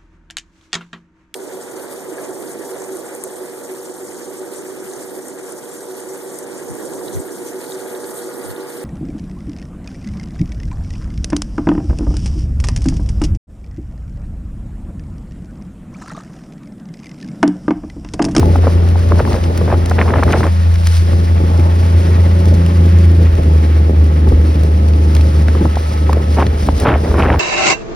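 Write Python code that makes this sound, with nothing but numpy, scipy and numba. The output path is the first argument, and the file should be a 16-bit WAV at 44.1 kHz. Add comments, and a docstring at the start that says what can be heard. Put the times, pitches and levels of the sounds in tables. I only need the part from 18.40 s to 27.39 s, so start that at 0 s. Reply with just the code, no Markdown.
"""Gusts buffet the microphone over the drone of a small three-cylinder utility vehicle, heard from its
open cab as it crosses flattened maize. The exhaust sounds harmonics of the engine cycle under valve
clatter, and ruts set the body rumbling and the chassis ringing. Stalks fracture under the tyres in a
fine crunch and single snaps. The wind, turbulent pressure at the microphone's two ports, dies away
after two seconds and returns near the end."""
import sys
import numpy as np
from scipy import signal
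from scipy.fft import rfft, irfft
from scipy.io import wavfile
from scipy.ndimage import uniform_filter1d, minimum_filter1d
from numba import njit

SR = 44100
rng = np.random.default_rng(int(sys.argv[2]) if len(sys.argv) > 2 else 0)


def log_audio(samples):
    """Write samples as a 16-bit WAV file to the path given in sys.argv[1]."""
    # one column per channel
    frames = np.atleast_2d(samples).T
    # limit to full scale, then quantise
    limited = np.clip(frames, -1, 1)
    pcm = np.round(limited * 32767).astype(np.int16)
    wavfile.write(sys.argv[1], SR, pcm)


N = 396459
T = np.arange(N) / SR
BIN_HZ = np.arange(N // 2 + 1) * SR / N

# Phase between the two ports for sound from the vehicle: frequency_hz, phase_rad
PORT_PHASE = [(0, 0), (100, .12), (380, .3), (520, 1.2), (780, 2.1), (1200, 1.8), (1800, .1), (3000, 1),
              (5000, .5), (6300, 1.5), (7100, 2.9), (7900, 3.4), (10500, 6.2), (13000, 9), (14400, 9.8),
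              (15500, 11.3)]
# Gain of the bass difference between the channels: time_s, gain_db
BASS_WIDTH = [(0, 7.5), (2.7, 8), (3.4, 2), (4.3, -3), (4.8, -21), (5.6, -48), (6.1, -58), (7.2, -61),
              (7.8, -52), (9, -47)]
# Excess of the left channel over the right: time_s, difference_db
BALANCE = [(0, 0.28), (2.7, 0.2), (4.5, 0), (5, 0)]

# Hollow low-mid noise around 600-900 Hz that swells and fades: time_s, level_db
HOLLOW_NOISE = [(0, -51), (2, -33.5), (2.15, -36), (2.6, -38), (2.8, -46), (3.05, -34), (3.2, -27),
                (3.35, -32.5), (4, -31.5), (4.6, -40), (5.3, -42), (5.7, -45), (6.1, -39), (6.8, -33.5),
                (7.5, -39), (9, -45)]
# Deep rumble that swells around the times of gusts and jolts: time_s, level_db
DEEP_RUMBLE = [(0, -19), (.6, -30), (.85, -19), (1.1, -30), (1.9, -18.5), (2.2, -29), (3.1, -31),
               (3.5, -39), (4.7, -43), (5, -12.5), (5.2, -43), (5.75, -28), (5.93, -11), (6.1, -26),
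               (7, -31), (7.25, -23.5), (7.7, -31), (8.2, -21), (8.45, -12.5), (8.6, -20), (9, -17)]
# Spectra of the hollow noise and the deep rumble: frequency_hz, relative_db
HOLLOW_SPECTRUM = [(300, -8), (600, 4), (750, -4), (860, 4), (1050, -9.5), (1400, -14.5), (3000, -44)]
DEEP_SPECTRUM = [(15, -32), (35, -17), (52, -4.5), (64, 0), (85, -10), (200, -42), (1000, -100)]

# Light air on the microphone, sheltered in mid-drive: time_s, level_db
BREEZE = [(0, -32), (2.05, -33), (2.15, -70), (6.8, -53), (7.7, -43), (9, -26.5)]
# Gusts on the microphone: start_s, length_s, level_db
GUSTS = [(.24, 0.055, -27), (.78, 0.024, -25), (.91, 0.073, -26.5), (1.28, 0.06, -24.5),
         (1.587, 0.038, -21.5), (1.66, 0.14, -24), (1.875, 0.1, -23), (2.025, 0.05, -24.5),
         (7.69, 0.13, -31), (7.975, 0.054, -20.5), (8.42, 0.023, -27), (8.456, 0.052, -16.5),
         (8.52, 0.035, -19), (8.64, .13, -27), (8.785, 0.02, -18), (8.825, 0.13, -20.5)]
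# The strongest eddies: centre_s, level_db, core_hz, core_half_width_cycles
EDDIES = [(.031, -7, 610, 0.69), (.1585, -7, 720, 1.37), (.189, -14.5, 476, 2.5), (.252, -21, 1040, 1.5),
          (.264, -29, 1150, 1.7), (.271, -2, 630, 1.5), (.28, -11, 720, 2), (.558, -17, 690, 2.4),
          (.715, -8, 550, 0.95), (.7213, -6.5, 900, 1.56), (.795, -12, 1110, 1.84), (.801, -7.5, 1020, 2.1),
          (.806, -3, 520, 1.1), (.852, -14.5, 1090, 1.25), (.877, -15, 750, 1.74), (.923, -13.5, 806, 2.6),
          (.944, -17, 800, 1.3), (1.215, -12.5, 535, 2.1), (1.281, -15, 615, 1.2), (1.302, -16, 704, 1.8),
          (1.319, -14, 900, 2.9), (1.328, -5.5, 640, 1.9), (1.343, -13, 800, 1.5), (1.516, -10, 1020, 4.44),
          (1.5858, -8.5, 1193, 3), (1.59, -6, 1530, 2.2), (1.604, -7, 760, 2), (1.615, -4, 1340, 2.04),
          (1.681, -11, 850, 2.2), (1.739, -6, 1170, 3.6), (1.759, -13, 1200, 2.4), (1.8275, -5.5, 750, 1.7),
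          (1.8335, -5, 1200, 3.02), (1.91, -13, 1398, 2.8), (1.932, -9, 1680, 4), (1.938, -3, 1020, 3),
          (1.945, -4, 900, 1.8), (2.008, -8, 855, 1.6), (2.033, -10, 1109, 2.34), (2.042, -10, 1270, 3),
          (2.068, -16, 1150, 1.7), (7.085, -12.5, 1320, 1.31), (7.152, -18, 860, 1.8),
          (7.215, -8, 546, 0.79), (7.256, -11, 710, 1), (7.371, -10.5, 615, 1.1), (7.696, -6.5, 754, 1.13),
          (7.731, -11.5, 1214, 2.36), (7.772, -7.5, 444, 0.94), (7.986, -9.5, 845, 2.3),
          (8.026, -4.5, 975, 2), (8.2885, 0, 1060, 1.53), (8.454, -6, 971, 2.63), (8.46, 2, 651.5, 2.3),
          (8.471, -7, 1602, 3.4), (8.495, -9.5, 810, 3.4), (8.541, -15, 1430, 3.1), (8.742, -11, 990, 2.17),
          (8.799, -10, 1128, 3.65), (8.902, -7, 1380, 3.4)]
# Spectra of a gust's thud and of an eddy's spray and churn: frequency_hz, relative_db
THUD_SPECTRUM = [(50, -20), (130, 6.5), (380, -5), (600, -6), (1000, -22), (3000, -74)]
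SPRAY_SPECTRUM = [(100, 13.5), (1000, -1), (2200, -7), (4000, -12), (9000, -55)]
CHURN_SPECTRUM = [(80, -8), (200, 1), (450, 1), (800, -10.5), (2000, -48)]

# Steady crackle of stubble under the tyres: time_s, level_db
STUBBLE = [(0, -44), (2.2, -44.5), (2.7, -42.5), (4.2, -44.5), (5.6, -47.5), (7, -44.5), (9, -49)]
# Clumps of stalks being crushed: start_s, length_s, level_db
CLUMPS = [(.78, 0.0082, -40.5), (.91, 0.028, -37.5), (1.92, 0.085, -37), (2.46, 0.16, -37),
          (6.74, 0.095, -43), (7.4, 0.22, -44.5), (7.93, 0.049, -38.5), (8.18, 0.11, -41.5),
          (8.38, 0.019, -34), (8.62, 0.078, -40), (8.79, 0.046, -42.5)]
# Thick stalks breaking: start_s, crack_db, splinter_db
SNAPS = [(.931, -22, -34), (1.039, -19.5, -38), (1.176, -23, -19), (1.459, -24, -24), (1.4968, -24, -24),
         (1.8365, -18, -22), (1.924, -15, -26), (2.357, -23, -34), (2.4708, -14.5, -18), (3.196, -25, -30),
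         (4.0558, -26, -27), (4.263, -22.5, -28), (6.235, -30, -28), (6.535, -24.5, -42),
         (6.7507, -19.5, -22), (6.766, -18.5, -30), (6.81, -23, -33), (7.083, -23, -32), (7.356, -22, -33),
         (7.73, -19, -24), (8.067, -20, -32), (8.4, -20, -16)]
# Spectra of crushed fibres, woody cracks and splinters: frequency_hz, relative_db
CRUNCH_SPECTRUM = [(500, -2.5), (1500, -0.5), (2800, -0.5), (4000, -0.5), (5400, 1.5), (6500, -5.5),
                   (8000, -3.5), (10000, -7), (12500, -12.5), (15500, -16.5)]
CRACK_SPECTRUM = [(400, -21), (1200, 6.5), (3000, 4), (5500, -1), (9000, -26), (15500, -31)]
SPLINTER_SPECTRUM = [(1500, -22), (4500, -3), (7500, 3), (11000, -5), (15500, -7)]

# Rolling rumble of tyres and body: time_s, level_db
ROLLING = [(0, -17), (.5, -29), (.8, -18), (1.15, -22), (2, -18.5), (2.1, -36), (2.6, -37), (2.72, -23),
           (3.15, -30), (3.4, -24), (4.7, -23.5), (5.7, -24), (5.9, -22), (6.05, -22.5), (7.1, -24.5),
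           (7.55, -24.5), (9, -20.5)]
# Wheels dropping into ruts: start_s, level_db
JOLTS = [(2.73, -13), (3.002, -11), (3.037, -10.5), (3.1, -13.5), (3.19, -10.5), (3.235, -19), (3.769, -18),
         (4.073, -15.5), (4.984, -13), (5.494, -8), (5.872, -6), (5.922, -3.5), (7.151, -14), (7.21, -9),
         (7.252, -7.5)]
# Normal modes of the chassis: pitch_hz, level_db, t60_s
CHASSIS_MODES = [(59.3, -7.5, 0.12), (152, -12, 0.087), (240, 0.5, 0.032), (322.4, -2, 0.041),
                 (507, -3.5, 0.014), (730, -5, 0.016), (1150, -13, 0.026)]
# Spectra of panel rumble and of noise scattered in the cab: frequency_hz, relative_db
RUMBLE_SPECTRUM = [(20, -28), (35, -24), (55, -12.5), (100, 4), (150, 0), (220, -1.5), (340, -8), (450, -8),
                   (580, -10.5), (740, -17), (860, -10.5), (1000, -57), (1500, -53.5)]
SCATTER_SPECTRUM = [(30, 4), (100, -3), (300, 3), (700, 16), (1100, 8), (1700, -6.5), (3000, -7.5),
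                    (6000, -21), (15000, -68)]

# Gear whine and bright valve clatter: time_s, level_db
WHINE = [(0, -54), (6.3, -52), (7, -46), (7.7, -41.5), (8.3, -50.5), (9, -57)]
CLATTER = [(0, -36.5), (1, -36.5), (2.15, -37.5), (2.5, -37), (3.7, -34.5), (4.6, -35.5), (5.6, -37),
           (6.7, -37), (7.5, -35.5), (8.2, -36), (9, -40)]
# Spectrum of the clatter: frequency_hz, relative_db
CLATTER_SPECTRUM = [(300, -2), (700, -5), (1050, 5.5), (1300, 4), (1550, 0), (1900, 2.5), (2400, -1.5),
                    (3000, -5), (5000, -12.5), (10000, -23)]
# Engine speed: time_s, firing_hz
FIRING_RATE = [(0, 85.6), (.6, 86), (1.1, 84.8), (1.5, 84.4), (3, 84.4), (3.7, 84.8), (4.4, 84.8),
               (4.8, 83.3), (5.1, 78.3), (5.6, 77), (7, 76.7), (7.8, 75.9), (9, 76.2)]
# Level of the low drone as heard, dropping out briefly under wind buffets: time_s, level_db
DRONE = [(0.0, -11), (0.8, -9.5), (0.82, -23), (0.87, -11), (0.97, -18.5), (1.02, -13), (1.7, -14.5),
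         (2.35, -9.5), (3.3, -10), (4.83, -6.5), (5.01, -13), (5.06, -8), (7.11, -8.5), (7.31, -14),
         (7.59, -14.5), (7.66, -7.5), (7.86, -15.5), (7.91, -9.5), (8.16, -15), (8.99, -15.5)]
# Gain of the low engine orders under load: time_s, gain_db
LOAD = [(0, -2.5), (2.1, -2.5), (2.6, -4), (3.1, -1.5), (4, 0.5), (4.8, -0.5), (5.3, -4), (6.5, -2.5),
        (7.2, -3.5), (9, -7.5)]
# Harmonics 1, 2, 3... of the four-stroke cycle in the resonant cab, engine fast and slow: level_db
FAST_ORDERS = [-49, -21.5, 0.5, -27, -42, -16.5, -19, -43.5, -27, -30.5, -33, -27.5, -25.5, -48, -36, -35,
               -45, -37, -35.5, -30, -44]
SLOW_ORDERS = [-49, -30, 0, -22, -25, -18, -20, -25.5, -27, -29, -28.5, -26.5, -28.5, -34.5, -29, -39.5,
               -39.5, -33.5, -34.5, -39, -32]


def undb(db):
    """Amplitude grows tenfold for every 20 dB."""
    return 10 ** (np.asarray(db) / 20)


def curve(rows):
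    """Linear interpolation of rows (time_s, value) at every sample."""
    return np.interp(T, *np.transpose(rows))


def unit(x):
    """Normalisation to an rms of 1."""
    return x / np.sqrt(np.mean(x ** 2))


def noise():
    """White noise: equal mean power at all frequencies."""
    return rng.standard_normal(N)


def wander(rate_hz):
    """Smooth random modulation of rms 1, drawn anew rate_hz times a second."""
    knots = rng.standard_normal(int(N / SR * rate_hz) + 3)
    joined = np.interp(T * rate_hz, np.arange(len(knots)), knots)
    return unit(uniform_filter1d(joined, max(int(SR / rate_hz / 2), 1)))


def colour(x, spectrum):
    """Spectral shaping that conserves the power of a white input."""
    hz, db = np.transpose(spectrum)
    gain = undb(np.interp(np.log(BIN_HZ + 1), np.log(hz), db))
    return irfft(rfft(x) * unit(gain), N)


@njit
def lowpass(x, cutoff_hz, damping):
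    """A damped second-order system attenuates what lies above its moving cutoff."""
    y, band, low = np.empty(len(x)), 0., 0.
    for i in range(len(x)):
        g = np.tan(np.pi * cutoff_hz[i] / SR)
        v = (band + g * (x[i] - low)) / (1 + g * (g + damping))
        y[i] = low + g * v
        band, low = 2 * v - band, 2 * y[i] - low
    return y


def swelling_db(floor, swells, rise_s, fall_s):
    """Incoherent addition: a slow floor and swells (start_s, length_s, level_db) sum in power."""
    power = undb(curve(floor)) ** 2
    for start_s, length_s, db in swells:
        outside = np.maximum(start_s - T, 0) / rise_s + np.maximum(T - start_s - length_s, 0) / fall_s
        power += (undb(db) * np.exp(-np.minimum(outside, 20))) ** 2
    return 10 * np.log10(power)


def ports(direct, diffuse):
    """Phase difference: two ports receive direct sound out of step and diffuse sound in antiphase."""
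    half_turn = np.exp(.5j * np.interp(BIN_HZ, *np.transpose(PORT_PHASE)))
    mid, side = rfft(direct), rfft(diffuse)
    return irfft(np.array([mid * half_turn + side, mid / half_turn - side]), N)


def bass_width(pair, edge_hz=260):
    """Width follows the difference between channels: the bass starts wide and narrows to mono."""
    mid, side = (pair[0] + pair[1]) / 2, (pair[0] - pair[1]) / 2
    upper = signal.sosfiltfilt(signal.butter(3, edge_hz, "high", fs=SR, output="sos"), side)
    side = upper + (side - upper) * undb(curve(BASS_WIDTH))
    return np.array([mid + side, mid - side])


def cab_scatter(shake_db):
    """Scattering by the cab's panels leaves a faint noise that rises a little with the shaking."""
    return colour(noise(), SCATTER_SPECTRUM) * undb(-31 + 0.083 * (shake_db - shake_db.mean()))


def hollow_noise(firing, depth=0.035, flicker_db=2):
    """Band-limited noise, weakly modulated at the firing rate, sounds hollow as it swells and fades."""
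    flickering = noise() * unit(1 + depth * firing) * undb(flicker_db * wander(60))
    return colour(flickering, HOLLOW_SPECTRUM) * undb(curve(HOLLOW_NOISE))


def deep_rumble():
    """Narrow-band noise near 60 Hz is heard as a deep rumble that comes in swells."""
    return colour(noise(), DEEP_SPECTRUM) * undb(curve(DEEP_RUMBLE))


def turbulence(wind_db):
    """Turbulent pressure at a port: its bandwidth grows with the strength of the flow."""
    force_db = wind_db + 3 * np.minimum(wander(300), 1.8)
    edge_hz = np.clip(790 * undb(0.43 * (force_db + 18)), 200, 1500)
    drive = undb(force_db - 5) * np.sqrt(SR / 2 / edge_hz)  # a narrower band needs more drive
    pressure = lowpass(noise() * drive, edge_hz, 1.12)
    return lowpass(pressure, 3.2 * edge_hz, 0.35)


def lesser_eddies(wind_db, candidates=2000, densest_db=-23, doubling_db=13.5, half_width_cycles=1.14):
    """Random arrivals, as rows like EDDIES: stronger flow brings more, harder and faster eddies."""
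    times = (np.arange(candidates) + rng.random(candidates)) / candidates * T[-1]
    size, pace = rng.standard_normal((candidates, 2)).T
    local_db = np.interp(times, T, wind_db)
    levels_db = np.minimum(local_db + 6 + 2.5 * size, -4)
    core_hz = 807 * 2 ** ((levels_db + 11.5) / doubling_db + 0.39 * pace)
    arrives = rng.random(candidates) < undb(local_db - densest_db)
    return [(*row, half_width_cycles) for row in np.column_stack([times, levels_db, core_hz])[arrives]]


def eddies(rows, lead_s=0.0028, wake_s=0.0068, wake_hz=260.2):
    """A passing vortex swings the pressure hard at its core, then slows into a weak wake."""
    out = np.zeros(N)
    swirl = undb(4.5 * np.minimum(wander(1800), 1))  # uneven pace: the swings sputter and never ring
    spray = colour(noise(), SPRAY_SPECTRUM) * undb(-16)
    churn = colour(noise(), CHURN_SPECTRUM) * undb(-13)
    for centre_s, db, core_hz, half_width_cycles in rows:
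        centre = int(centre_s * SR)
        near = slice(max(centre - SR // 50, 0), centre + SR // 40)
        age = T[near] - centre_s
        core = np.exp(-(age * core_hz / half_width_cycles) ** 2)
        wake = undb(-4) * np.exp(-np.maximum(-age / lead_s, age / wake_s))
        swing_hz = (wake_hz + (core_hz - wake_hz) * np.sqrt(core)) * swirl[near]
        swing = np.sin(2 * np.pi * (np.cumsum(swing_hz) / SR + rng.random()))
        shed = (core_hz / 900) ** 2 * spray[near]  # fast eddies shed finer turbulence
        out[near] += undb(db - 1) * np.maximum(core, wake) * (swing + churn[near] + shed)
    return out


def wind():
    """Partial coherence: both ports share the buffeting, except for a duller part that differs."""
    wind_db = swelling_db(BREEZE, GUSTS, rise_s=0.0083, fall_s=0.0123)
    buffets = turbulence(wind_db) + eddies(EDDIES + lesser_eddies(wind_db))
    thud = colour(noise(), THUD_SPECTRUM) * undb(wind_db - 4)  # gusts strike the microphone's housing
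    common = lowpass(buffets, np.full(N, 3000.), 0.98) + thud
    apart = lowpass(turbulence(wind_db), np.full(N, 900.), 1.0) * undb(-11)
    low_cut = signal.butter(2, 65, "high", fs=SR, output="sos")
    return signal.sosfilt(low_cut, [common + apart, common - apart])


def crunch(crush_db, fibres_per_s=5000):
    """Breaking fibres form a Poisson train of impulses over the rustle of dry leaves."""
    sizes = undb(3 * np.minimum(rng.exponential(size=N), 6))
    fractures = (rng.random(N) < fibres_per_s / SR) * sizes * rng.choice([-1, 1], N)
    litter = unit(unit(fractures) + undb(-1) * noise()) * undb(2 * wander(45))
    return colour(litter, CRUNCH_SPECTRUM) * undb(crush_db + 3.5)


def stalk_snaps(thin_count=24, thin_db=-32, t60_s=0.016):
    """Brittle fracture gives a woody crack and bright splinters; thin stalks break at random times."""
    envelopes, age = np.zeros((2, N)), T[:SR // 4]
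    decay = undb(-60 * age / t60_s)
    thin_starts = rng.random(thin_count) * (T[-1] - age[-1])
    thin_stalks = np.column_stack([thin_starts, thin_db + rng.standard_normal((thin_count, 2))])
    for start_s, *levels_db in SNAPS + list(thin_stalks):
        envelopes[:, int(start_s * SR):][:, :len(age)] += np.outer(undb(levels_db), decay)
    crack, splinters = envelopes
    return colour(noise() * crack, CRACK_SPECTRUM) + colour(noise() * splinters, SPLINTER_SPECTRUM)


def chassis_thumps(spread_db=2, contact_s=0.0012):
    """Each drop into a rut excites the damped modes of the chassis in slightly different proportions."""
    out, age = np.zeros(N), T[:SR // 4]
    modes = np.array([undb(db - 60 * age / t60_s) * np.sin(2 * np.pi * hz * age)
                      for hz, db, t60_s in CHASSIS_MODES])
    modes *= 1 - np.exp(-age / contact_s)  # the tyre softens the blow
    for start_s, db in JOLTS:
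        weights = undb(db + spread_db * rng.standard_normal(len(modes)))
        out[int(start_s * SR):][:len(age)] += weights @ modes
    return out


def ground_shake_db(hold_s=0.014):
    """Excitation of the body by the ground: steady rolling, with a brief swell at each jolt."""
    swells = [(start_s, hold_s, db - 6.5) for start_s, db in JOLTS]
    return swelling_db(ROLLING, swells, rise_s=0.0072, fall_s=0.0097)


def panel_rumble(firing, shake_db):
    """Forced vibration: tyre lugs and ruts drive the panels, which also shudder at each firing."""
    drive = noise() * unit(1 + 0.55 * firing) * undb(2.6 * wander(45))
    return colour(drive, RUMBLE_SPECTRUM) * undb(shake_db)


def gear_whine(cycles, order=51):
    """Meshing teeth sound a high harmonic of the engine cycle, with slight phase jitter."""
    phase = 2 * np.pi * order * cycles + 0.63 * wander(30)
    return np.sqrt(2) * np.sin(phase) * undb(curve(WHINE))


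def valve_clatter(firing, depth=0.035, flicker_db=2):
    """Valve and injector impacts make broadband noise, weakly amplitude-modulated at the firing rate."""
    rattle = noise() * unit(1 + depth * firing) * undb(flicker_db * wander(60))
    return colour(rattle, CLATTER_SPECTRUM) * undb(curve(CLATTER))


def exhaust(cycles, shake_db, fast_hz=84.5, slow_hz=77):
    """Periodic firing gives every third harmonic of the cycle; unequal cylinders add those between."""
    slowed = np.clip((fast_hz - curve(FIRING_RATE)) / (fast_hz - slow_hz), 0, 1)
    partials = []
    for order, (fast_db, slow_db) in enumerate(zip(FAST_ORDERS, SLOW_ORDERS), 1):
        amplitude = undb(fast_db + (slow_db - fast_db) * slowed)
        partials.append(amplitude * np.sin(2 * np.pi * (order * cycles + rng.random())))
    firing_tone = partials.pop(2) * undb(1.2 * wander(25))
    fluttering = [partial * undb(2.4 * wander(12)) for partial in partials]
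    low = sum(fluttering[:6]) * undb(curve(LOAD))
    high = sum(fluttering[6:]) * undb(0.79 * (shake_db - shake_db.mean()))
    roughness = undb(2 * wander(60))
    return (firing_tone + (low + high) * roughness) * np.sqrt(2) * undb(curve(DRONE))


def scene():
    """Superposition at two ports of direct sound, diffuse sound and the wind."""
    firing_hz = curve(FIRING_RATE) * (1 + .002 * wander(12))
    cycles = np.cumsum(firing_hz) / SR / 3  # three firings to a four-stroke cycle
    firing = np.cos(2 * np.pi * 3 * cycles)
    shake_db = ground_shake_db()
    crush_db = swelling_db(STUBBLE, CLUMPS, rise_s=0.024, fall_s=0.049)
    direct = exhaust(cycles, shake_db) + valve_clatter(firing) + hollow_noise(firing) + gear_whine(cycles)
    direct += panel_rumble(firing, shake_db) + deep_rumble() + chassis_thumps()
    direct += crunch(crush_db) + stalk_snaps()
    diffuse = cab_scatter(shake_db) + crunch(crush_db) * undb(-8)  # leaves rustle on both sides
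    pair = ports(direct, diffuse) + wind()
    balance_db = curve(BALANCE)
    return bass_width(pair * undb(np.array([balance_db, -balance_db]) / 2))


def record(dry, ceiling=0.95, hold_s=0.017, top_hz=15900):
    """Peak limiting ducks everything under the hardest buffets; a steep low-pass bounds the treble."""
    span = int(hold_s * SR)
    allowed_gain = np.minimum(1, ceiling / (np.abs(dry).max(axis=0) + 1e-9))
    gain = uniform_filter1d(minimum_filter1d(allowed_gain, span), span)
    fade_in = np.minimum(T / .002, 1)
    high_cut = signal.ellip(10, .1, 80, top_hz, fs=SR, output="sos")
    return signal.sosfilt(high_cut, dry * gain * fade_in)


dry = scene()
out = record(dry)
log_audio(out)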